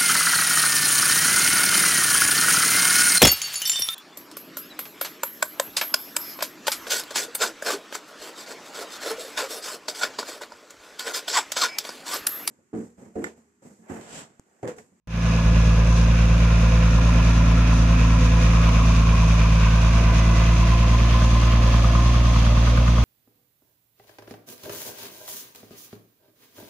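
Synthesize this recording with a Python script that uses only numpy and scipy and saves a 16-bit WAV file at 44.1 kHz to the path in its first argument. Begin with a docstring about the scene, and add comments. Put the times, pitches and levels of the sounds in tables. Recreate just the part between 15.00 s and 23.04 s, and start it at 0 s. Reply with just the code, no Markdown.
"""A soil roller fades in, backing slowly over loose earth on a low, steady six-cylinder diesel. The
exhaust booms and lopes, the block knocks and clatters in step with the crankshaft, and a nine-piston
hydraulic pump whines over the rush of the fan. As the engine bay swings into view, tinny bands of
clatter drift in pitch and a loose panel buzzes, then settles. From about 6 s the roller is close and
heavy blows ring the engine cover; in the last second the whine sinks with the oil pressure."""
import sys
import numpy as np
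from scipy.fft import rfft, irfft, next_fast_len
from scipy.io import wavfile
from scipy.ndimage import map_coordinates

SR = 44100
rng = np.random.default_rng(int(sys.argv[2]) if len(sys.argv) > 2 else 0)


def bounce(signal):
    """Save signal as a 16-bit WAV file at the path given by the first command-line argument."""
    frames = np.transpose(np.atleast_2d(signal))
    limited = np.clip(frames, -1, 1)
    pcm = np.round(limited * 32767).astype(np.int16)
    wavfile.write(sys.argv[1], SR, pcm)


N = 354563

# engine speed: t/s, firing rate/Hz
FIRING_RATE = [(0, 56.6), (0.7, 56.01), (1, 56.52), (2.7, 56.42), (3.15, 55.83), (3.5, 56.19), (3.9, 55.68),
               (4.65, 55.19), (4.95, 56.03), (5.4, 56.04), (5.8, 57.1), (6.5, 57.6), (6.93, 56.97),
               (7.05, 58.9), (7.16, 59.3), (7.28, 58.3), (7.4, 56.96), (7.58, 57.22), (7.8, 59.24),
               (8.04, 58.01)]
# the roller's approach: t/s, nearness/0-1
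NEARNESS = [(0, 0.04), (4.4, 0.08), (5.5, 0.32), (6.3, 0.79), (8, 0.94)]
# the open engine bay swings into view and away: t/s, view/0-1
BAY_VIEW = [(0.4, 0.13), (2.5, 0.7), (3.8, 0.94), (5.2, 1), (6.9, 0.73), (8, 0.2)]
# cylinders in firing order: excess puff strength/relative, clatter level/dB
CYLINDERS = [(-0.78, 4.5), (0.12, 6), (1, 5.5), (0.21, 5.5), (0.11, 5), (0.31, 4)]
# exhaust boom: harmonic of the firing rate, far level/dB, near level/dB
EXHAUST_BOOM = [(1, -15.4, -15.3), (2, -21.9, -21.4), (3, -22.7, -35.5)]
# its weak overtones: harmonic of the firing rate, far level/dB, near level/dB
EXHAUST_OVERTONES = [(4, -39.5, -34.5), (5, -47, -38)]
# tone colour of the exhaust pipe: f/Hz, level/dB
PIPE_COLOUR = [(15, 3), (35, 6), (47, 8.5), (66, 13), (76, 5.5), (85, 25.5), (95, -23.5), (104, 5),
               (125, -0.5), (160, -3.5), (210, -0.5), (255, 4.5), (310, -23), (420, -42), (900, -31.5),
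               (2500, -120)]
# knocks in one engine cycle: position/firings, f/Hz, level/dB, facing the listener at t/s, half-span/s
KNOCKS = [(0.3, 2510, -29.5, 5.9, 1.4), (0.65, 1143, -25.5, 7, 2.5), (0.9, 583, -34.5, 0.76, 1.5),
          (1.05, 1054, -26.5, 3.5, 3.4), (1.1, 2485, -34, 5.5, 3.26), (1.57, 1090, -24.5, 6.8, 1.7),
          (0.1, 1000, -31, 4.9, 1.3), (5.45, 1000, -33, 4.7, 1.2), (1.6, 2500, -40, 3.3, 4.6),
          (1.8, 528, -35.5, 1.8, 3), (1.92, 1059, -24, 4.1, 2.0), (2.25, 2500, -26.5, 4.6, 1.4),
          (2.5, 582, -35, 1.48, 1.2), (2.98, 1054, -30, 5.2, 2.4), (3.4, 1010, -26, 5.1, 2),
          (3.97, 1010, -24, 4.3, 3.3), (4.52, 2510, -28, 4.9, 2.9), (4.63, 1090, -29, 6.1, 2.6),
          (4.72, 594, -28, 7.7, 0.98), (5.0, 1020, -31, 4.26, 0.61), (5.6, 2499, -27, 2.8, 1.8),
          (5.8, 1245, -33, 1.6, 2.7)]
# heavy blows as the engine labours close by: t/s, level/dB
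HEAVY_BLOWS = [(6.061, -27), (6.162, -28), (6.217, -21), (6.426, -26), (6.476, -26), (6.531, -26),
               (6.636, -26), (6.741, -22), (6.791, -25), (6.844, -22.5), (6.896, -27), (6.951, -22.5),
               (6.999, -26), (7.056, -27), (7.154, -27), (7.256, -25), (7.359, -22), (7.416, -28),
               (7.463, -23), (7.52, -28), (7.57, -22.5), (7.624, -28), (7.672, -23), (7.775, -20.5),
               (7.878, -23), (7.98, -22.5)]
# ring of the engine cover: f/Hz, level/dB, t60/s
COVER_MODES = [(600, -11, 0.042), (1074, -7.5, 0.04), (1227, -3, 0.045), (1462, -10, 0.074),
               (1740, -11, 0.025), (2060, -15, 0.025), (2630, -12, 0.02)]
# dull crack of a blow: f/Hz, level/dB
CRACK_COLOUR = [(600, -12), (1300, 0), (2200, -5), (3400, -14), (6000, -36), (11000, -80)]
# ring of the engine block: f/Hz, bandwidth/Hz, level/dB
BLOCK_MODES = [(536, 30, -7), (650, 54, -3), (1012, 95, 2), (1215, 180, -5), (2517, 105, -9.5),
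               (2790, 170, -21)]
# colour of the clatter, far and near: f/Hz, level/dB
CLATTER_FAR = [(710, -47), (1200, -6), (1450, -2), (1700, -6.5), (2120, -8), (2440, -1), (2760, -4.5),
               (3150, -12.5), (3560, -11), (4500, -21), (5000, -14), (6500, -39)]
CLATTER_NEAR = [(710, -15), (1200, -9), (1400, -6.5), (1670, -9), (1950, -7.5), (2430, -7.5), (2690, -6),
                (2960, -9), (3310, -7), (3900, -13), (5000, -13.5), (6500, -36.5)]
# top-end hiss of gears and fan: f/Hz, level/dB
HISS_COLOUR = [(2060, -29), (3500, -0.5), (4690, -4.5), (6360, 1.5), (6730, -2.5), (7570, -15),
               (9420, -17.5), (10400, -16.5), (12000, -27.5), (14800, -41), (15500, -30)]
# strong pump tones: harmonic, far level/dB, near level/dB, gain with the bay in view/dB
PUMP_TONES = [(2, -51, -41.5, 3.2), (3, -45.5, -44.5, -5), (4, -46.5, -45, 2.5), (6, -47.5, -43.5, 6),
              (10, -47, -47, -4.5), (12, -56, -54, 0)]
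# faint pump tone: harmonic, level/dB
PUMP_FAINT = [(16, -51.5)]
# the whine rides the oil pressure: t/s, gain/dB
PUMP_LOAD = [(0.2, -2.5), (0.8, -1), (3.4, 0), (4.1, -2), (5.1, 1.5), (7.1, 1.5), (7.55, -6.5), (8, -9)]
# single pump tones sing out or sink away: start/s, end/s, harmonic, gain/dB
PUMP_SWELLS = [(-0.2, 1.0, 10, 5.5), (0.5, 1.6, 3, 7.5), (1.55, 2.15, 3, 12), (1.3, 4.0, 10, 4.5),
               (2.0, 3.7, 2, 3), (3.1, 3.6, 3, 12.5), (1.8, 3.5, 10, 1.5), (3.25, 3.75, 10, 3.5),
               (3.55, 5.05, 2, -6), (4.4, 6.0, 4, 2), (4.85, 5.9, 2, 3.5), (4.85, 5.7, 12, 10),
               (5.7, 6.75, 6, 3), (6.0, 7.05, 10, 3), (6.72, 7.02, 4, 4), (6.94, 7.12, 6, 9.5),
               (7.07, 7.4, 6, 5), (7.6, 8.3, 3, 11)]
# buzz of the loose panel: t/s, level/dB
PANEL_BUZZ = [(1.75, -52), (2.0, -33), (2.35, -33.5), (2.6, -30.5), (3.25, -30), (3.45, -37), (3.9, -33),
              (4.5, -52)]
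# its hollow rattle: f/Hz, level/dB
PANEL_COLOUR = [(200, -38.5), (275, 3), (380, -17), (520, -30), (900, -78)]
# tinny, gliding bands of engine clatter: start/s, end/s, first f/Hz, last f/Hz, level/dB
TINNY_BANDS = [(0.6, 1.55, 1660, 1460, -46), (1.3, 3.4, 1410, 1330, -41), (1.3, 3.7, 1830, 1870, -47.5),
               (3.3, 4.0, 1300, 1200, -39.5), (3.35, 4.4, 1120, 1070, -37.5), (3.8, 4.6, 1380, 1380, -46),
               (4.3, 5.8, 1160, 1150, -43), (4.45, 5.7, 1560, 1460, -43), (5.7, 8.3, 1190, 1240, -43.5)]
# colour of the fan's rush, far and near: f/Hz, level/dB
FAN_FAR = [(20, -12), (38, -17), (60, -25), (150, 7), (240, -0.5), (320, -8), (410, -7), (520, -2),
           (660, -7.5), (790, -12), (1000, -8), (1300, -11), (2200, -62)]
FAN_NEAR = [(20, -12), (38, 8.5), (60, -15), (150, 3), (240, 0), (320, -10.5), (410, -14.5), (520, -1.5),
            (660, -6), (790, -8.5), (1000, -12), (1300, -15), (2200, -57)]
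# stereo width by band: f/Hz, left-right correlation
STEREO_LIKENESS = [(150, 1), (230, 0.96), (320, 0.7), (480, 0.68), (650, 1), (820, 0), (1020, 0.8),
                   (1400, 0.12), (2400, 0.44), (3200, 0.187), (5000, -0.25), (7000, 0), (14000, 0)]
# stereo balance by band: f/Hz, left minus right/dB
STEREO_LEAN = [(60, -0.86), (170, -0.8), (280, 1.5), (700, -1.5), (1200, 2.1), (2000, -5.5), (3300, 0),
               (5500, 0), (9000, 6), (15000, -1)]

CYCLE = len(CYLINDERS)  # firings per engine cycle, two revolutions
HIT_SCATTER_DB, HIT_DETUNE = 1.6, 0.008  # hit-to-hit spread of level and relative pitch


def exhaust(crank, near):
    """The even part of the firing train: a boom smeared by the silencer, under clean overtones."""
    boom_lag, overtone_lag, smear_rad = 0.115, 0.043, 1.28  # lags in firings
    boom = np.zeros(N)
    for k, *levels_db in EXHAUST_BOOM:
        phase = 2 * np.pi * k * (crank - boom_lag) + smear_rad * (k - 2) ** 2 + 1
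        boom += amp(between(levels_db, near) + 0.11 * wobble(18)) * np.cos(phase)
    for k, *levels_db in EXHAUST_OVERTONES:
        phase = 2 * np.pi * k * (crank - overtone_lag)
        boom += amp(between(levels_db, near) + wobble(2.71)) * np.cos(phase)
    return np.sqrt(2) * boom


def lope(crank, low_cut_hz=32):
    """Unequal cylinders send stronger and weaker puffs down the pipe, whose mouth sheds the sub-bass."""
    firings = np.arange(int(crank[-1]))
    excess = np.resize(np.transpose(CYLINDERS)[0], len(firings))
    excess += 0.14 * rng.standard_normal(len(firings))
    puffs = pulses(crank, firings + 0.076, -excess)
    mouth = lambda hz: hz ** 8 / (hz ** 8 + low_cut_hz ** 8)
    return amp(-29.5) * unit(filtered(puffs, lambda hz: causal(amp(along(PIPE_COLOUR, hz))) * mouth(hz)))


def knocks(crank):
    """Pistons and valves strike at set crank angles; each part rings loudest as it faces the listener."""
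    ring_cycles, rise_cycles, click_db, click_s = 5, 0.8, -8, 0.0013
    turned_db, jitter_firings = -6, 0.015  # loss a half-span from facing; timing spread
    t = np.arange(round(0.05 * SR)) / SR
    cycles = np.arange(0, crank[-1] - CYCLE / 2, CYCLE)
    rings, click_envelope = np.zeros((2, N + len(t))), np.zeros(N + len(t))
    for row, (place, hz, db, facing_s, span_s) in enumerate(KNOCKS):
        late, loud, sharp = rng.standard_normal((3, len(cycles), 1))
        at = np.searchsorted(crank, cycles[:, None] + place + jitter_firings * late)
        wander_db = map_coordinates(rng.standard_normal(64), [at * 3 / SR], mode="wrap")
        facing_db = turned_db * ((at / SR - facing_s) / span_s) ** 2
        size = amp(db + facing_db + HIT_SCATTER_DB * loud + wander_db)
        envelope = np.exp(-t * hz / ring_cycles) * (1 - np.exp(-t * hz / rise_cycles))
        ring = np.sqrt(2) * size * envelope * np.exp(2j * np.pi * hz * (1 + HIT_DETUNE * sharp) * t)
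        placed = lambda hits: np.bincount((at + np.arange(len(t))).ravel(), hits.ravel(), N + len(t))
        rings += [placed(ring.imag), (-1) ** row * placed(ring.real)]
        click_envelope += placed(size * np.exp(-t / click_s))
    clicks = amp(click_db) * click_envelope[:N] * noise(CLATTER_NEAR)
    pair = rings[:, :N] + clicks
    return np.std(pair) * spread(pair)


def cover_blows(crack_db=-9, crack_s=0.006, rise_s=0.0011):
    """Each heavy blow cracks and rings the engine cover, a little differently every time."""
    t = np.arange(round(0.08 * SR)) / SR
    hz, mode_db, t60 = np.transpose(COVER_MODES)[:, :, None]
    attack = 1 - np.exp(-t / rise_s)
    rings, crack_envelope = np.zeros((2, N + len(t))), np.zeros(N + len(t))
    for start_s, db in HEAVY_BLOWS:
        loud, sharp, turn = rng.standard_normal((3, len(COVER_MODES), 1))
        envelopes = attack * amp(db + mode_db + HIT_SCATTER_DB * loud - 60 * t / t60)
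        phase = 2 * np.pi * hz * (1 + HIT_DETUNE * sharp) * t
        span = slice(round(start_s * SR), round(start_s * SR) + len(t))
        rings[:, span] += np.sqrt(2) * np.sum(envelopes * np.sin([phase, phase + np.pi * turn]), 1)
        crack_envelope[span] += amp(db + crack_db) * np.exp(-t / crack_s)
    pair = rings[:, :N] + crack_envelope[:N] * noise(CRACK_COLOUR)
    return np.std(pair) * spread(pair)


def clatter(crank, colour, tick_db, repeat, grain_db):
    """Injectors and gears chatter, harder on some cylinders; each firing nudges the level by tick_db."""
    cylinder_db = np.interp(crank, np.arange(CYCLE), np.transpose(CYLINDERS)[1], period=CYCLE)
    tick = np.exp(-((crank + 0.45) % 1) / 0.25)
    strength = amp(cylinder_db + tick_db * tick + grain_db * wobble(300) + 1.02 * wobble(12))
    return spread(coloured(strength * rattle(crank, repeat), colour))


def block_ring(crank, depth_db):
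    """Sliding pistons keep the block ringing between knocks, most in the middle of each engine cycle."""
    scuff = amp(-depth_db * np.cos(2 * np.pi * crank / CYCLE)) * rattle(crank, repeat=0.51)
    modes = lambda hz: sum((-1) ** k * amp(db) * resonance(hz, ring_hz, width_hz)
                           for k, (ring_hz, width_hz, db) in enumerate(BLOCK_MODES))
    oil_film = lambda hz: 1 / (1 + (hz / 4000) ** 4)  # takes the edge off
    return spread(filtered(scuff, lambda hz: modes(hz) * oil_film(hz)))


def pump(crank, near, bay):
    """Nine pistons make three strokes per firing; their whine follows the oil pressure and flutters."""
    stroke = 2 * np.pi * 3 * crank + 0.03 * wobble(45) + 0.027 * wobble(6)

    def tone(k):
        """One fluttering harmonic, its phase drifting between left and right."""
        drift = 0.3 * np.array([wobble(2), wobble(2)])
        return np.sqrt(2) * np.sin(k * stroke + drift) * amp(1.2 * wobble(25))

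    # the 6th harmonic sits on the block's main resonance and throbs once an engine cycle
    throb_db = (7 - 6.5 * near) * np.cos(2 * np.pi * (crank - 4.2) / CYCLE) - 1
    whine = sum(amp(db + 0.99 * wobble(1.25)) * tone(k) for k, db in PUMP_FAINT)
    for k, far_db, near_db, bay_db in PUMP_TONES:
        level_db = between((far_db, near_db), near) + bay_db * bay + 0.94 * wobble(1.66)
        swell_db = sum(db * bout(start, end, fade_s=0.24 * (end - start))
                       for start, end, harmonic, db in PUMP_SWELLS if harmonic == k)
        whine += amp(level_db + swell_db + throb_db * (k == 6)) * tone(k)
    return amp(curve(PUMP_LOAD)) * whine


def frame_thud(crank, ring_hz, width_hz, soft_db):
    """Once a revolution the shaking engine bumps the frame, hard and soft by turns; it rings briefly."""
    turns = np.arange(1.7, crank[-1], CYCLE / 2)
    bump_db = rng.standard_normal(len(turns)) + np.resize([0, soft_db], len(turns))
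    bumps = pulses(crank, turns, amp(bump_db))
    return unit(filtered(bumps, lambda hz: resonance(hz, ring_hz, width_hz) ** 2))


def loose_panel(crank):
    """A loose panel is shaken into a buzz with a hollow rattle around it, then settles."""
    buzz = np.sqrt(2) * np.sin(2 * np.pi * 4.5 * crank)
    hollow = amp(-11.5) * spread(coloured(rattle(crank, repeat=0.3), PANEL_COLOUR))
    return amp(curve(PANEL_BUZZ) + 0.58 * wobble(5.51)) * (buzz + hollow)


def tinny_bands(crank, width_hz):
    """Tinny bands of engine clatter pulse with each firing and drift in pitch as the roller moves."""
    slow = filtered(rng.standard_normal((2, 2, N)), lambda hz: 1 / (1 + (2 * hz / width_hz) ** 4))
    flutter = unit(slow[0]) + 1j * unit(slow[1])
    bouts = np.zeros((2, N))
    for start_s, end_s, first_hz, last_hz, db in TINNY_BANDS:
        centre_hz = between((first_hz, last_hz), ramp(start_s, end_s - start_s))
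        band = np.real(flutter * np.exp(2j * np.pi * np.cumsum(centre_hz) / SR))
        bouts += amp(db) * bout(start_s, end_s, fade_s=0.22) * band
    pulsing = amp(2.3 * np.cos(2 * np.pi * crank))
    return pulsing * np.std(bouts) * spread(bouts)


def fan(near):
    """A bed of cooling air and exhaust gas rushes unevenly, changing colour as the roller nears."""
    rush = crossfade(noise(FAN_FAR), noise(FAN_NEAR), near)
    return amp(0.65 * wobble(4.5)) * spread(rush)


def ground_bounce(x, near):
    """The earth adds a faint reflection whose lag grows as the roller nears, so the colour drifts."""
    lag_s = 0.00124 + 0.00061 * near + 0.00005 * wobble(1.27)
    at = np.arange(N)
    return x + 0.043 * np.array([np.interp(at - lag_s * SR, at, side) for side in x])


def rattle(crank, repeat):
    """Two noises of which a share repeats each engine cycle, as the same parts strike again."""
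    size = 4700
    pattern = rng.standard_normal((2, size))[:, (crank / CYCLE % 1 * size).astype(int)]
    return crossfade(rng.standard_normal((2, N)), pattern, repeat)


def pulses(crank, places, sizes):
    """An impulse each time the crank passes one of the places (counted in firings)."""
    return np.bincount(np.searchsorted(crank, places), sizes, N + 1)[:N]


def spread(pair):
    """Two unrelated signals become left and right: centred in the bass, wide in the treble."""
    angle = lambda hz: np.arccos(np.clip(along(STEREO_LIKENESS, hz), -1, 1)) / 2
    mid, side = filtered(pair, lambda hz: np.array([np.cos(angle(hz)), np.sin(angle(hz))]))
    return np.array([mid + side, mid - side]) / np.std(mid)


def filtered(x, response):
    """x through a complex frequency response."""
    size = next_fast_len(N + SR // 2)
    return irfft(rfft(x, size) * response(np.fft.rfftfreq(size, 1 / SR)), size)[..., :N]


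def coloured(x, colour):
    """x through an EQ curve (f/Hz, level/dB), at rms 1."""
    return unit(filtered(x, lambda hz: amp(along(colour, hz))))


def noise(colour):
    """Two unrelated noises of this colour, at rms 1."""
    return coloured(rng.standard_normal((2, N)), colour)


def resonance(hz, ring_hz, width_hz):
    """The band-pass response of one mode."""
    return 1j * hz * width_hz / (ring_hz ** 2 - hz ** 2 + 1j * hz * width_hz)


def causal(gain):
    """The minimum-phase response with this gain: it rings only after the hit."""
    cepstrum = irfft(np.log(gain + 1e-6))
    half = len(cepstrum) // 2
    cepstrum[1:half] *= 2
    cepstrum[half + 1:] = 0
    return np.exp(rfft(cepstrum))


def amp(db):
    """Decibels to gain."""
    return 10 ** (np.asarray(db) / 20)


def unit(x):
    """Scaled to rms 1."""
    return x / np.sqrt(np.mean(x ** 2) + 1e-20)


def along(points, hz):
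    """(f/Hz, value) points read on a log axis."""
    point_hz, values = np.transpose(points)
    return np.interp(np.log(hz + 1), np.log(point_hz + 1), values)


def curve(points):
    """(t/s, value) points as one value per sample."""
    return np.interp(np.arange(N) / SR, *np.transpose(points))


def wobble(rate):
    """A smooth random curve, rate knots a second."""
    return map_coordinates(rng.standard_normal(4096), [np.arange(N) * rate / SR], mode="wrap")


def between(ends, share):
    """The value a share of the way from the first end to the second."""
    return ends[0] + share * (ends[1] - ends[0])


def crossfade(first, second, share):
    """An equal-power blend."""
    return np.sqrt(1 - share) * first + np.sqrt(share) * second


def ramp(start_s, length_s):
    """Rises from 0 to 1, then stays."""
    return np.clip((np.arange(N) / SR - start_s) / length_s, 0, 1)


def bout(start_s, end_s, fade_s):
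    """An envelope that rises, holds and falls."""
    return ramp(start_s, fade_s) * (1 - ramp(end_s - fade_s, fade_s))


def scene():
    """The crankshaft sets the rhythm; nearness and the view into the engine bay ride the mix."""
    crank = np.cumsum(curve(FIRING_RATE)) / SR  # counted in firings
    near, bay = curve(NEARNESS), curve(BAY_VIEW)
    far_clatter, near_clatter = (clatter(crank, colour, tick_db=-1.5, repeat=0.29, grain_db=1.1)
                                 for colour in (CLATTER_FAR, CLATTER_NEAR))
    metal = knocks(crank) + cover_blows()
    metal += amp(between((-39, -37), bay)) * block_ring(crank, depth_db=1.5)
    metal += amp(between((-36, -34), bay)) * crossfade(far_clatter, near_clatter, near)
    hiss_db = between((-43, -41), bay) + 0.4 * wobble(8)
    metal += amp(hiss_db) * clatter(crank, HISS_COLOUR, tick_db=1, repeat=0.15, grain_db=1.2)
    thud = amp(between((-36.5, -32), near)) * frame_thud(crank, ring_hz=158, width_hz=80, soft_db=-7.5)
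    low_end = exhaust(crank, near) + amp(-1.5 * near) * lope(crank) + thud + loose_panel(crank)
    air = amp(between((-29.5, -31), bay)) * fan(near)
    whine = pump(crank, near, bay)
    return low_end + whine + tinny_bands(crank, width_hz=140) + ground_bounce(metal, near) + air


def record(dry):
    """A quick fade-in with the bass opening late, then a left-right lean by band and a high cut."""
    open_s, fade_s, bass_open_s, bass_fade_s, top_hz = 0.0737, 0.2, 0.445, 0.018, 15500
    fade = between((amp(-21.5), amp(-1.09)), ramp(open_s, fade_s))
    gain = np.where(np.arange(N) / SR < open_s, amp(-68), fade)
    bass_gain = amp(-5.5 * (1 - ramp(bass_open_s, bass_fade_s)))
    bass = filtered(dry, lambda hz: 1 / (1 + (hz / 110) ** 8))
    opened = gain * (dry + (bass_gain - 1) * bass)
    sides = np.array([[0.5], [-0.5]])
    return filtered(opened, lambda hz: amp(along(STEREO_LEAN, hz) * sides) * (hz < top_hz))


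dry = scene()
out = record(dry)
bounce(out)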